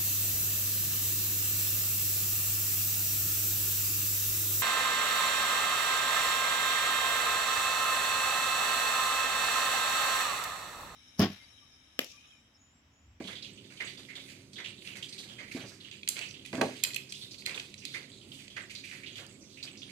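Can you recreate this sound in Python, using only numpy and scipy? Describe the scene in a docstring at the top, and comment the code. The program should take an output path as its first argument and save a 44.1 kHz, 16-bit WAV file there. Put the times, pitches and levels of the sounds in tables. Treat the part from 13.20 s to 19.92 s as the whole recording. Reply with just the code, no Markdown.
"""Tossing floured fish in a strainer

Small floured fish are tossed in a steel mesh strainer over a plastic bowl, close to a phone in a kitchen.
Each lurch sends the load skidding over the wires with a buzz; it drops back on the mesh and sheds flour.
The loose wire legs tick on the rim, and a leg knocks the bowl. An appliance drones behind.
The right microphone port faces the strainer; the phone's body shades the left."""
import sys
import numpy as np
from scipy import signal
from scipy.fft import rfft, irfft, next_fast_len
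from scipy.io import wavfile
from scipy.ndimage import uniform_filter1d, map_coordinates

SR = 44100
rng = np.random.default_rng(int(sys.argv[2]) if len(sys.argv) > 2 else 0)


def unload_wav(signal):
    """Save mono or channel-first audio to the path in sys.argv[1] as 16-bit WAV at rate SR, clipped to [-1, 1]."""
    wavfile.write(
        sys.argv[1],
        SR,
        np.round(np.clip(np.atleast_2d(signal).T, -1, 1) * 32767).astype(np.int16),
    )


N = 296164

# skids of the load: (time [s], level [dB], crossing rate [Hz], fizz [dB], width [octaves], T60 [s])
SKIDS = [(0.0, -48, 2213, -7, 0.184, 0.4842), (0.04, -43, 3295, -6.5, 0.228, 0.3264),
         (0.073, -39, 3336, -8.5, 0.2697, 0.3107), (0.104, -43, 2165, -30, 0.273, 0.3232),
         (0.154, -41.5, 3450, -22.5, 0.261, 0.2988), (0.224, -40.5, 3966, -15.5, 0.33, 0.2663),
         (0.243, -43, 3060, -19.5, 0.2754, 0.3149), (0.374, -49, 2954, -32.5, 0.273, 0.2306),
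         (0.439, -54, 3400, -6.5, 0.2913, 0.5), (0.5, -54, 2295, -1.5, 0.2343, 0.8385),
         (0.572, -47, 3200, -21, 0.262, 0.5895), (0.601, -33.5, 2072, -41, 0.2186, 0.3832),
         (0.62, -47, 2868, -31, 0.1388, 0.2796), (0.655, -46.5, 2988, -10, 0.3806, 0.5153),
         (0.672, -43.5, 3578, -7, 0.3056, 0.382), (0.773, -44.5, 3479, -5, 0.2558, 0.3223),
         (0.775, -46, 4755, -20, 0.1176, 0.1111), (0.886, -44, 2150, -37, 0.193, 0.6079),
         (0.953, -39.5, 3515, -12, 0.1715, 0.393), (1.083, -47.5, 2407, -4.5, 0.496, 0.5531),
         (1.331, -46.5, 4535, -3.5, 0.3903, 0.1557), (1.335, -54.5, 8497, -30, 0.0715, 0.0066),
         (1.357, -43.5, 3492, -25.5, 0.1977, 0.536), (1.383, -39, 2013, -33, 0.189, 0.3265),
         (1.443, -37, 2802, -17.5, 0.371, 0.3649), (1.484, -53.5, 8238, -12, 0.1054, 0.1572),
         (1.576, -54, 3719, -30, 0.2456, 0.5), (1.643, -45.5, 2446, -7.5, 0.2397, 0.5371),
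         (1.673, -43, 2746, -18.5, 0.2765, 0.5012), (1.754, -42, 2112, -2.5, 0.2602, 0.2924),
         (1.824, -36.5, 3176, -9, 0.2135, 0.2363), (1.886, -46.5, 4995, -4, 0.262, 0.2029),
         (1.89, -57.5, 8284, -27.5, 0.072, .5), (1.922, -52, 8506, -30, 0.0613, 0.2913),
         (1.925, -42.5, 4383, -9, 0.278, 0.29), (1.98, -41, 3802, -4, 0.357, 0.4034),
         (2.03, -45.5, 2249, -16, 0.2875, 0.0591), (2.087, -46, 3178, -11, 0.1635, 0.6475),
         (2.184, -41, 2128, -28.5, 0.1888, 0.5177), (2.312, -42.5, 2262, -5.5, 0.2395, 0.6202),
         (2.366, -49.5, 3825, -11, 0.2424, 0.5634), (2.405, -44, 2721, -29, 0.3664, 0.37),
         (2.459, -49.5, 5239, -1, 0.2382, 0.5339), (2.601, -48, 3520, -12, 0.404, 0.3281),
         (2.644, -44, 3021, -21.5, 0.2718, 0.2717), (2.713, -44.5, 2806, -10.5, 0.4082, 0.3797),
         (2.894, -45.5, 4295, -12, 0.2832, 0.4824), (2.956, -38.5, 2406, -4.5, 0.5116, 0.4491),
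         (3.013, -35.5, 2660, -32.5, 0.2483, 0.3125), (3.084, -46.5, 5529, -21.5, 0.235, 0.268),
         (3.139, -46, 3003, -34.5, 0.3484, 0.4152), (3.248, -47.5, 3016, -4, 0.295, 0.4427),
         (3.33, -43.5, 2159, -3, 0.2956, 0.6063), (3.419, -41, 2211, -4, 0.8, 0.6618),
         (3.554, -45, 2937, -6, 0.3853, 0.5), (3.645, -40, 4513, -25.5, 0.266, 0.2434),
         (3.77, -40, 2401, -25.5, 0.1857, 0.1065), (3.891, -45.5, 5268, -4.5, 0.1679, 0.6008),
         (3.936, -42.5, 3379, -31, 0.339, 0.41), (4.013, -42, 3756, -31, 0.193, 0.3543),
         (4.11, -46, 4704, -3.5, 0.3225, 0.3176), (4.181, -45.5, 4175, -2.5, 0.1702, 0.2784),
         (4.268, -37.5, 2123, -2.5, 0.1385, 0.2675), (4.305, -38.5, 2362, -28, 0.2687, 0.2294),
         (4.343, -37.5, 3384, -3, 0.2803, 0.3187), (4.446, -55.5, 3682, -1.5, 0.2406, 0.6747),
         (4.578, -48.5, 5324, -8, 0.3015, 0.5384), (4.617, -49, 2496, -27, 0.2446, 0.6126),
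         (4.66, -43.5, 3734, -11.5, 0.2792, 0.5241), (4.734, -42, 3775, -10.5, 0.432, 0.2065),
         (4.742, -36.5, 2094, -20, 0.1586, 0.3449), (4.828, -52.5, 4085, -24, 0.295, 0.258),
         (4.889, -60, 7661, -12, 0.2467, 0.9262), (4.917, -49, 3822, -33, 0.284, 0.5),
         (5.011, -51, 3045, -18.5, 0.2308, 0.29), (5.116, -45, 3124, -9.5, 0.2702, .5),
         (5.189, -49.5, 2527, -2.5, 0.4493, 0.5), (5.299, -46, 3291, -19.5, 0.0876, 0.3535),
         (5.364, -34.5, 1912, -30, 0.3483, 0.3069), (5.495, -43, 2462, -4.5, 0.2675, .5),
         (5.55, -41.5, 4107, -14, 0.2956, 0.4288), (5.636, -43, 2396, -7, 0.2456, 0.7033),
         (5.712, -43, 2074, -12, 0.3893, .5), (5.834, -42.5, 2347, -39, 0.1944, 0.1926),
         (5.861, -41.5, 3054, -20.5, 0.4098, 0.488), (5.956, -39, 3056, -6.5, 0.238, 0.3039),
         (5.984, -38, 1968, -28.5, 0.2442, 0.0422), (6.087, -59, 7528, -4, 0.192, 0.8566),
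         (6.208, -55, 5707, -27.5, 0.2467, 1), (6.295, -54.5, 3813, -4.5, 0.261, 0.7221),
         (6.371, -48, 2519, -29.5, 0.1823, 0.5836), (6.427, -38, 4350, -4, 0.2586, 0.1858),
         (6.473, -39.5, 2777, -31, 0.3576, 0.1511), (6.573, -48, 5168, -25, 0.3223, 0.3847),
         (6.618, -42.5, 3327, -36, 0.2433, 0.312), (6.691, -52, 2289, 0, 0.171, 2)]
# spectrum of the hiss on the mesh: (frequency [Hz], level [dB])
MESH_HISS = [(2500, -22.5), (4500, -2), (6500, -7), (8400, -7), (9300, -14.5), (12000, -18.5), (14000, -26),
             (15800, -33.5)]


def skids():
    """Periodic excitation: fish crossing evenly spaced wires buzz at speed / spacing, with fizz above."""
    low_edge = 0.9048  # the band is narrower below its pitch: no fish slides slowly
    out, t = np.zeros((2, N)), np.arange(SR // 2) / SR
    for s, db, hz, fizz_db, width, t60 in SKIDS:
        lag = rng.integers(-16, 17)
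        offset = lambda f: np.abs(np.log2((f + 1) / hz)) / (width * np.where(f < hz, low_edge, 1))
        faster = amp(-10 + 0.17166 * fizz_db)  # a fizzy lurch has more fast fish
        shoulder = lambda f: faster / (1 + (0.659 * hz / (f + 1)) ** 9) / (1 + (f / 5500) ** 4)
        buzz = port_noise(lambda f: np.exp(-offset(f) ** 1.382) + shoulder(f), len(t), lag, 0.7223)
        fizz = amp(fizz_db) * rise(t, 0.0092) * port_noise(spectrum(MESH_HISS), len(t), lag, grain_db=1)
        landing = 1 + 1.872 * decay(t, 0.010616)  # the first fish hit hardest
        stroke = rise(t, 0.002635) * decay(t, t60)
        lumps = amp(wobble(50, len(t)) + 1.3 * wobble(170, len(t)))  # fish after fish
        add(out, s, amp(db) * stroke * lumps * (landing * buzz + fizz))
    return out


def leg_ticks():
    """Impact of steel on steel: a crack and damped modes, coloured by the blow's spot and sharpness."""
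    # legs on the rim: (time [s], level [dB], centre [Hz], fall [dB/octave], cutoff [Hz], T60 [s])
    taps = [(0.226, -43, 4295, 6, 8005, 0.01422), (0.6075, -35, 2099, 14, 6000, 0.01858),
            (0.6236, -39, 7490, 9, 9480, 0.0118), (0.8313, -43.5, 2651, 7, 4007, 0.01745),
            (0.9552, -38, 3400, 9.5, 7010, 0.01892), (1.332, -43.5, 4726, 5, 9000, 0.01757),
            (1.4446, -44, 2997, 5, 8000, 0.01496), (1.6222, -42.5, 2485, 7, 5000, 0.01767),
            (1.6735, -33.5, 2534, 7, 6010, 0.02216), (1.7701, -40.5, 4500, 2.5, 12000, 0.01366),
            (1.9796, -40.5, 4206, 8.5, 9000, 0.01517), (2.713, -34, 2900, 6.5, 7010, 0.01719),
            (2.8313, -36, 2469, 5, 4802, 0.02294), (2.8763, -24, 2936, 9, 9060, 0.01814),
            (2.8874, -14.5, 7208, 9, 14450, 0.013656), (2.8887, -19, 7203, 6.5, 13800, 0.014546),
            (2.9667, -30.5, 2332, 4, 4503, 0.0184), (2.982, -32.5, 2503, 6.5, 5000, 0.01607),
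            (2.9908, -27, 2446, 6, 8477, 0.01821), (3.0668, -49, 2770, 6, 8990, 0.0158),
            (3.11, -35, 3415, 8, 8960, 0.01562), (3.251, -41.5, 2520, 4, 9020, 0.03566),
            (3.26, -36, 2522, 5.5, 11990, 0.01849), (3.3289, -30.5, 2197, 8.5, 9955, 0.01848),
            (3.3532, -33, 2656, 5.5, 7990, 0.01611), (3.4121, -19, 1906, 7, 13550, 0.02258),
            (3.6304, -34.5, 3600, 15.5, 4500, 0.01767), (3.6364, -11.5, 7705, 5, 14160, 0.016363),
            (3.638, -19.5, 4434, 12.5, 5995, 0.02017), (3.6484, -23.5, 3009, 6, 6000, 0.01799),
            (3.7046, -33.5, 2267, 15, 8000, 0.0265), (3.734, -35, 3903, 9, 5968, 0.01827),
            (3.744, -30, 4712, 1.5, 8995, 0.02567), (3.761, -25, 2576, 2, 12940, 0.024105),
            (3.7641, -29, 2551, 20, 5025, 0.02487), (3.923, -26.5, 4536, 7.5, 9823, 0.01993),
            (4.1106, -40.5, 4531, 14.5, 7486, 0.01968), (4.1428, -37.5, 4723, 7.5, 6004, 0.02378),
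            (4.2213, -37.5, 2462, 15, 7000, 0.02934), (4.2568, -32, 3917, 12.5, 9490, 0.02653),
            (4.2613, -24, 3882, 6.5, 11700, 0.021006), (4.2936, -28.5, 2201, 12, 8510, 0.0194),
            (4.376, -25, 2490, 19, 5011, 0.02643), (4.3976, -27, 3747, 3.5, 5984, 0.01512),
            (4.415, -37.5, 2218, 14.5, 4000, 0.01695), (4.5403, -34, 2495, 6, 8859, 0.015893),
            (4.652, -29, 3755, 8, 11490, 0.02199), (5.2797, -39, 2677, 3.5, 7027, 0.01765),
            (5.3669, -35, 2200, 6, 7004, 0.01855), (5.551, -36, 4303, 9.5, 7000, 0.0191),
            (5.7129, -37, 2569, 8, 5010, 0.01778), (5.7504, -38.5, 2270, 10, 5000, 0.01671),
            (6.4288, -38, 4296, 6.5, 9000, 0.01624), (6.6186, -40.5, 3310, 12, 7000, 0.01657)]
    # modes of rim and legs: (frequency [Hz], level [dB])
    rim_modes = [(2100, 0), (2520, 12), (2850, -1.5), (3300, 7), (4120, 8.5), (4640, 3), (5500, 0.5),
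                 (6900, 2), (7500, 10.5), (8400, 3), (9100, 4), (10200, 6), (11800, 5), (13800, 1.5)]
    out, t = np.zeros((2, N)), np.arange(SR // 8) / SR
    for s, db, spot_hz, fall_db, top_hz, t60 in taps:
        left_db = 1.2483 + 3 * rng.standard_normal()
        tilt = lambda f: (-fall_db * np.abs(np.log2((f + 1) / spot_hz))
                          - 10 * np.log10(1 + (f / top_hz) ** 12))
        modes = [(hz, level, t60 * (spot_hz / hz) ** 0.5863) for hz, level in rim_modes]
        steel = ring(modes, tilt, t, spread_db=2.5, detune=0.012, path_s=0.0003)
        lag = rng.integers(-16, 17)
        crack = decay(t, t60) * port_noise(lambda f: amp(tilt(f)) * (f > 1900), len(t), lag, grain_db=4)
        contact = amp([[left_db], [0]]) * rise(t, 0.000643) * (amp(-13.5) * steel + amp(-2.5) * crack)
        add(out, s, amp(db + 2.5) * kitchen(contact, wet_db=-8.5))
    return out


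def bowl_knocks():
    """Modal response: the bowl thuds and chatters on the worktop; harder blows reach its upper modes."""
    # knocks: (time [s], level [dB], hardness [dB], pitch of the spot [Hz], give of the wall [dB])
    blows = [(0.004, -29.5, -10.5, 323.1, 13), (0.049, -34.5, -11.5, 203.8, 16),
             (2.349, -24, -22.5, 274, 12), (2.363, -30, -12.5, 277.3, 11), (2.385, -35, -22, 236.6, 14),
             (2.409, -38.5, -9.5, 299.1, 12), (2.438, -38.5, -6, 151.9, 15), (2.97, -43, -24.5, 319.4, 12),
             (3.009, -55.5, 6.5, 627.5, 14.5), (3.330, -31.5, -1, 240.6, 7.5),
             (3.336, -28, -9, 297.9, 11.5), (3.348, -27.5, -8.5, 249, 12.5), (3.380, -25, -6, 264.9, 9.5),
             (3.387, -25.5, -8, 270.2, 10), (3.4115, -18.5, 4.5, 260.6, 2.5),
             (3.4166, -20.5, -5, 328.8, 15.5), (3.430, -23, -12, 254.9, 10),
             (3.447, -29.5, -10.5, 260.5, 16), (3.466, -31, -11.5, 267.5, 12), (3.487, -37, -6, 271, 12.5),
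             (3.515, -42, -8, 328, 9.5)]
    # modes of the plastic bowl: (frequency [Hz], level [dB], T60 [s])
    bowl_modes = [(126.25, -15.5, 0.2085), (180.23, -11, 0.033), (256.05, -3, 0.1739),
                  (311.88, -7.5, 0.1338), (428.67, -6, 0.132), (578.06, -6, 0.0944), (653.83, -5, 0.12197),
                  (787.97, -9, 0.0917), (911.45, -6, 0.04275), (1121.6, -13.5, 0.106),
                  (1572.4, -3.5, 0.03578), (1649.2, -4, 0.0375), (1903.1, -12, .05)]
    out, t = np.zeros((2, N)), np.arange(SR // 3) / SR
    for s, db, hard_db, spot_hz, give_db in blows:
        tilt = lambda f: (hard_db + 5) * np.clip(np.log2((f + 1) / 300), 0, 1)
        plastic = ring(bowl_modes, tilt, t, spread_db=1.5, detune=0.006, path_s=0.00005)
        band = lambda f: amp(tilt(f)) * (f > 150) / (1 + (f / 850) ** 5)
        chatter = amp(hard_db / 2 - 0.28) * decay(t, 0.1685) * port_noise(band, len(t))
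        dent = amp(give_db) * rise(t, 0.002897) * decay(t, 0.027717) * np.sin(2 * np.pi * spot_hz * t)
        thud = rise(t, 0.0010853) * (plastic + chatter + dent)
        add(out, s, amp(db - 9) * kitchen(thud, wet_db=-12))
    return out * amp([[2.5], [0]])


def basket_drumming():
    """Damped vibration: the load drops back on the mesh basket, whose sound swells and dies away."""
    # landings of the load: (time [s], level [dB])
    landings = [(0.073, -44.5), (0.5, -55), (0.598, -43.5), (0.774, -56), (0.888, -57.5), (0.953, -53),
                (1.357, -55.5), (1.383, -46), (1.451, -60), (1.673, -52), (1.754, -51.5), (1.981, -58),
                (2.03, -56), (2.088, -54.5), (2.184, -47.5), (2.365, -45.5), (2.405, -52.5), (2.5, -54),
                (2.644, -60), (2.892, -54), (2.957, -44.5), (3.0, -55.5), (3.33, -41.5), (3.645, -47.5),
                (4.268, -44.5), (4.293, -48), (4.344, -44.5), (4.738, -46.5), (5.364, -43.5),
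                (5.712, -54.5), (5.958, -57), (5.984, -45), (6.429, -52.5)]
    # spectrum of the basket: (frequency [Hz], level [dB])
    basket = [(240, -33.5), (400, -8), (561, -10), (900, -15), (1230, -12.5), (1700, -7.5), (2210, -13.5),
              (3740, -120)]
    out, t = np.zeros((2, N)), np.arange(SR // 2) / SR
    swell = rise(t, 0.012138) * decay(t, 0.33004)
    for s, db in landings:
        level = amp(db + 1.1486 * wobble(43.13, len(t)))
        add(out, s, level * swell * port_noise(spectrum(basket), len(t)))
    return out


def sifting():
    """Friction noise: between lurches the load keeps shifting, fish slip and flour rains through."""
    # showers of flour shaken out by the tosses: (time of thickest fall [s], level [dB])
    showers = [(0.1, -80.5), (0.65, -81.5), (0.85, -76.5), (1.08, -65.5), (1.4, -98), (1.68, -65),
               (1.98, -79), (2.36, -64), (3.02, -69), (3.33, -72), (3.56, -73.5), (4.02, -61.5), (4.4, -69),
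               (4.75, -66.5), (5.16, -65), (5.5, -81.5), (5.76, -70), (6.0, -73), (6.72, -109)]
    # spectra of the shifting load and the falling flour: (frequency [Hz], level [dB])
    rustle_band = [(500, -49.5), (800, -19.5), (1400, -16), (2300, 1), (3500, -0.5), (4600, -8),
                   (6000, -11.5), (8000, -31.5)]
    flour_band = [(8000, -25), (10000, 3), (12500, -16), (14500, -5), (15800, -16.5)]
    half_width_s = 0.06473
    t, stir = np.arange(N) / SR, stirring()
    fall = sum(amp(db) * np.exp(-((t - s) / half_width_s) ** 2) for s, db in showers)
    rustle = patchy(port_noise(spectrum(rustle_band), N, lag=4.6, grain_db=-2.5), depth_db=3)
    hiss = patchy(port_noise(spectrum(MESH_HISS), N, lag=5, grain_db=0.5), depth_db=3)
    flour = port_noise(spectrum(flour_band), N, lag=11, grain_db=-3.5)
    # each noise has a resting level and grows with the motion
    rustle *= amp(-66.5) + amp(-12) * stir
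    hiss *= amp(-64.5) + amp(-31.5) * stir + amp(4) * fall
    flour *= amp(-81.5) + fall
    return rustle + hiss + flour + stir * (amp(-19.5) * slips() + amp(-25) * grit())


def stirring():
    """Incoherent sources add in power: the load's motion is the root of the skids' summed powers."""
    kicks, t = np.zeros(N), np.arange(SR) / SR
    for s, db, *_ in SKIDS:
        kicks[round(s * SR)] += amp(db) ** 2
    settling = (rise(t, 0.01587) * decay(t, 0.51524)) ** 2
    return np.sqrt(np.abs(signal.fftconvolve(kicks, settling)[:N]))


def slips(count=110):
    """Wire-crossing tones: single fish zip over a few wires in short, narrow buzzes at random times."""
    out, t = np.zeros((2, N)), np.arange(SR // 10) / SR
    for when, pitch, size, life in rng.random((count, 4)):
        hz = 4300 * 2.2 ** pitch
        band = lambda f: np.exp(-(np.log2((f + 1) / hz) / 0.05793) ** 2)
        buzz = port_noise(band, len(t), lag=rng.integers(-16, 17))
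        add(out, when * N / SR, amp(13 * size) * rise(t, 0.0033) * decay(t, 0.08 + 0.1 * life) * buzz)
    return unit(out)


def grit(count=900):
    """Shot noise: fins and crumbs flick single wires in tiny clicks, a few of them much louder."""
    when, size = rng.random((count, 2)).T
    flicks = np.bincount((when * N).astype(int), (1.001 - size) ** -0.45, N)
    bursts = signal.fftconvolve(flicks, decay(np.arange(400) / SR, 0.005345))[:N]
    return unit(bursts * port_noise(spectrum(MESH_HISS), N, lag=4))


def appliance_drone():
    """Line spectrum over a continuum: a motor's tones waver in level and phase above its rumble."""
    # motor tones and rumble spectrum: (frequency [Hz], level [dB])
    motor_lines = [(102.3, -68), (134.6, -66), (199.2, -63.5), (269.2, -66), (393.0, -68.5)]
    rumble_band = [(15, -47.5), (25, 5), (38, 1), (50, 5), (64, -6), (82, -6), (102, -3), (202, -3),
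                   (305, -3.5), (368, -2), (437, -13), (528, -10.5), (718, -22), (961, -24.5), (1500, -25),
                   (1950, -56.5), (3300, -120)]
    t, tones = np.arange(N) / SR, np.zeros(N)
    for hz, db in motor_lines:
        tones += amp(db + 3.7686 * wobble(9, N)) * np.sin(2 * np.pi * hz * t + 1.1 * wobble(22, N))
    return tones + amp(-56.5 + 1.1917 * wobble(6.1, N)) * port_noise(spectrum(rumble_band), N)


def kitchen(x, wet_db):
    """Reverberation: the direct sound, then a diffuse tail in which each frequency has its own decay."""
    # reverberation time of the room: (frequency [Hz], T60 [s])
    room_t60 = [(200, 0.5168), (1000, 0.2818), (3000, 0.4268), (6000, 0.3923), (14000, 0.2768)]
    hz, t, z = signal.stft(port_noise(np.ones_like, SR // 3), SR, nperseg=256)
    tail = signal.istft(z * decay(t, along(room_t60, hz)[:, None]), SR, nperseg=256)[1]
    response = np.pad(amp(wet_db) * tail / np.linalg.norm(tail[1]), ((0, 0), (200, 0)))
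    response[:, 0] = 1  # direct path
    return signal.fftconvolve(x, response, axes=1)


def ring(modes, tilt, t, spread_db, detune, path_s):
    """Modal superposition: one blow rings damped sines at both ports, coloured by tilt(Hz) in dB."""
    hz, db, t60 = np.transpose(modes)[:, :, None]
    level = db + tilt(hz) + spread_db * rng.standard_normal(hz.shape)
    hz = hz * (1 + detune * rng.standard_normal(hz.shape))  # grip and load shift the modes
    late = np.array([rng.uniform(-1.1509, 1) * path_s, 0])[:, None, None]  # unequal paths to the ports
    return np.sum(amp(level) * decay(t, t60) * np.sin(2 * np.pi * hz * (t - late)), axis=1)


def port_noise(gain, size, lag=0, grain_db=0):
    """Partly coherent noise at two ports, the left late by lag samples; grain_db makes it gritty."""
    # likeness of the two ports: (frequency [Hz], coherence [0-1])
    coherence = [(60, 0.8109), (300, 1), (700, 0.4345), (1500, 0.03864), (4000, 0.6027), (12000, 0.427)]
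    hz = np.fft.rfftfreq(size, 1 / SR)
    grain = amp(grain_db * wobble(500, size) if grain_db else 0)
    right, separate = rfft(rng.standard_normal((2, size)) * grain)
    share = np.clip(along(coherence, hz), 0, 1)
    left = share * right * np.exp(-2j * np.pi * hz * lag / SR) + np.sqrt(1 - share ** 2) * separate
    return unit(irfft(np.array([left, right]) * gain(hz), size))


def patchy(x, depth_db):
    """Random amplitude modulation in small patches of time and frequency."""
    z = signal.stft(x, nperseg=256)[2]
    field = uniform_filter1d(rng.standard_normal(z.shape[1:]), size=5, axis=0)
    field = uniform_filter1d(field, size=9, axis=1)
    return unit(signal.istft(z * amp(depth_db * unit(field)), nperseg=256)[1][:, :N])


def amp(db):
    """Decibels to amplitude ratio."""
    return 10 ** (np.asarray(db) / 20)


def rise(t, tau_s):
    """First-order onset with time constant tau_s."""
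    return 1 - np.exp(-t / tau_s)


def decay(t, t60):
    """Exponential damping by 60 dB in t60 seconds."""
    return amp(-60 * t / t60)


def unit(x):
    """Normalisation to rms 1."""
    return x / np.sqrt(np.mean(x ** 2) + 1e-20)


def along(points, hz):
    """Interpolation of (frequency [Hz], value) points on a log axis."""
    f, v = np.transpose(points)
    return np.interp(np.log(hz + 1), np.log(f + 1), v)


def spectrum(points):
    """Spectral envelope: a gain function through (frequency [Hz], level [dB]) points."""
    return lambda hz: amp(along(points, hz))


def wobble(rate, size):
    """Smooth random fluctuation, rate knots a second."""
    return map_coordinates(rng.standard_normal(int(size * rate / SR) + 4), [np.arange(size) * rate / SR])


def add(track, s, sound):
    """Superposition of a stereo sound on the track at time s."""
    i = round(s * SR)
    track[:, i:i + sound.shape[1]] += sound[:, :N - i]


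def scene():
    """Linear superposition: the pressures of all sources add at each port."""
    return leg_ticks() + bowl_knocks() + skids() + basket_drumming() + sifting() + appliance_drone()


def record(dry):
    """Acoustic shadow and band limit: the phone's body shades the left port; the top treble is cut."""
    # the microphone's bass cut and notch, and the left port's shading: (frequency [Hz], gain [dB])
    mic_response = [(30, -25), (90, 0), (4950, 0), (5400, -8), (5850, 0)]
    left_shadow = [(60, -7), (110, -1), (200, -4.5), (380, -5), (700, -4), (1290, -5.5), (2380, -11.5),
                   (4400, -7.5), (8120, -11), (15000, -4)]
    top_hz, edge_hz = 16000, 700
    size = next_fast_len(N + 2048)
    hz = np.fft.rfftfreq(size, 1 / SR)
    ports = amp(along(mic_response, hz) + 1.5) * amp([along(left_shadow, hz), 0 * hz])
    band_limit = np.clip((top_hz - hz) / edge_hz, 0, 1) ** 2
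    return irfft(rfft(dry, size) * ports * band_limit, size)[:, :N]


dry = scene()
out = record(dry)
unload_wav(out)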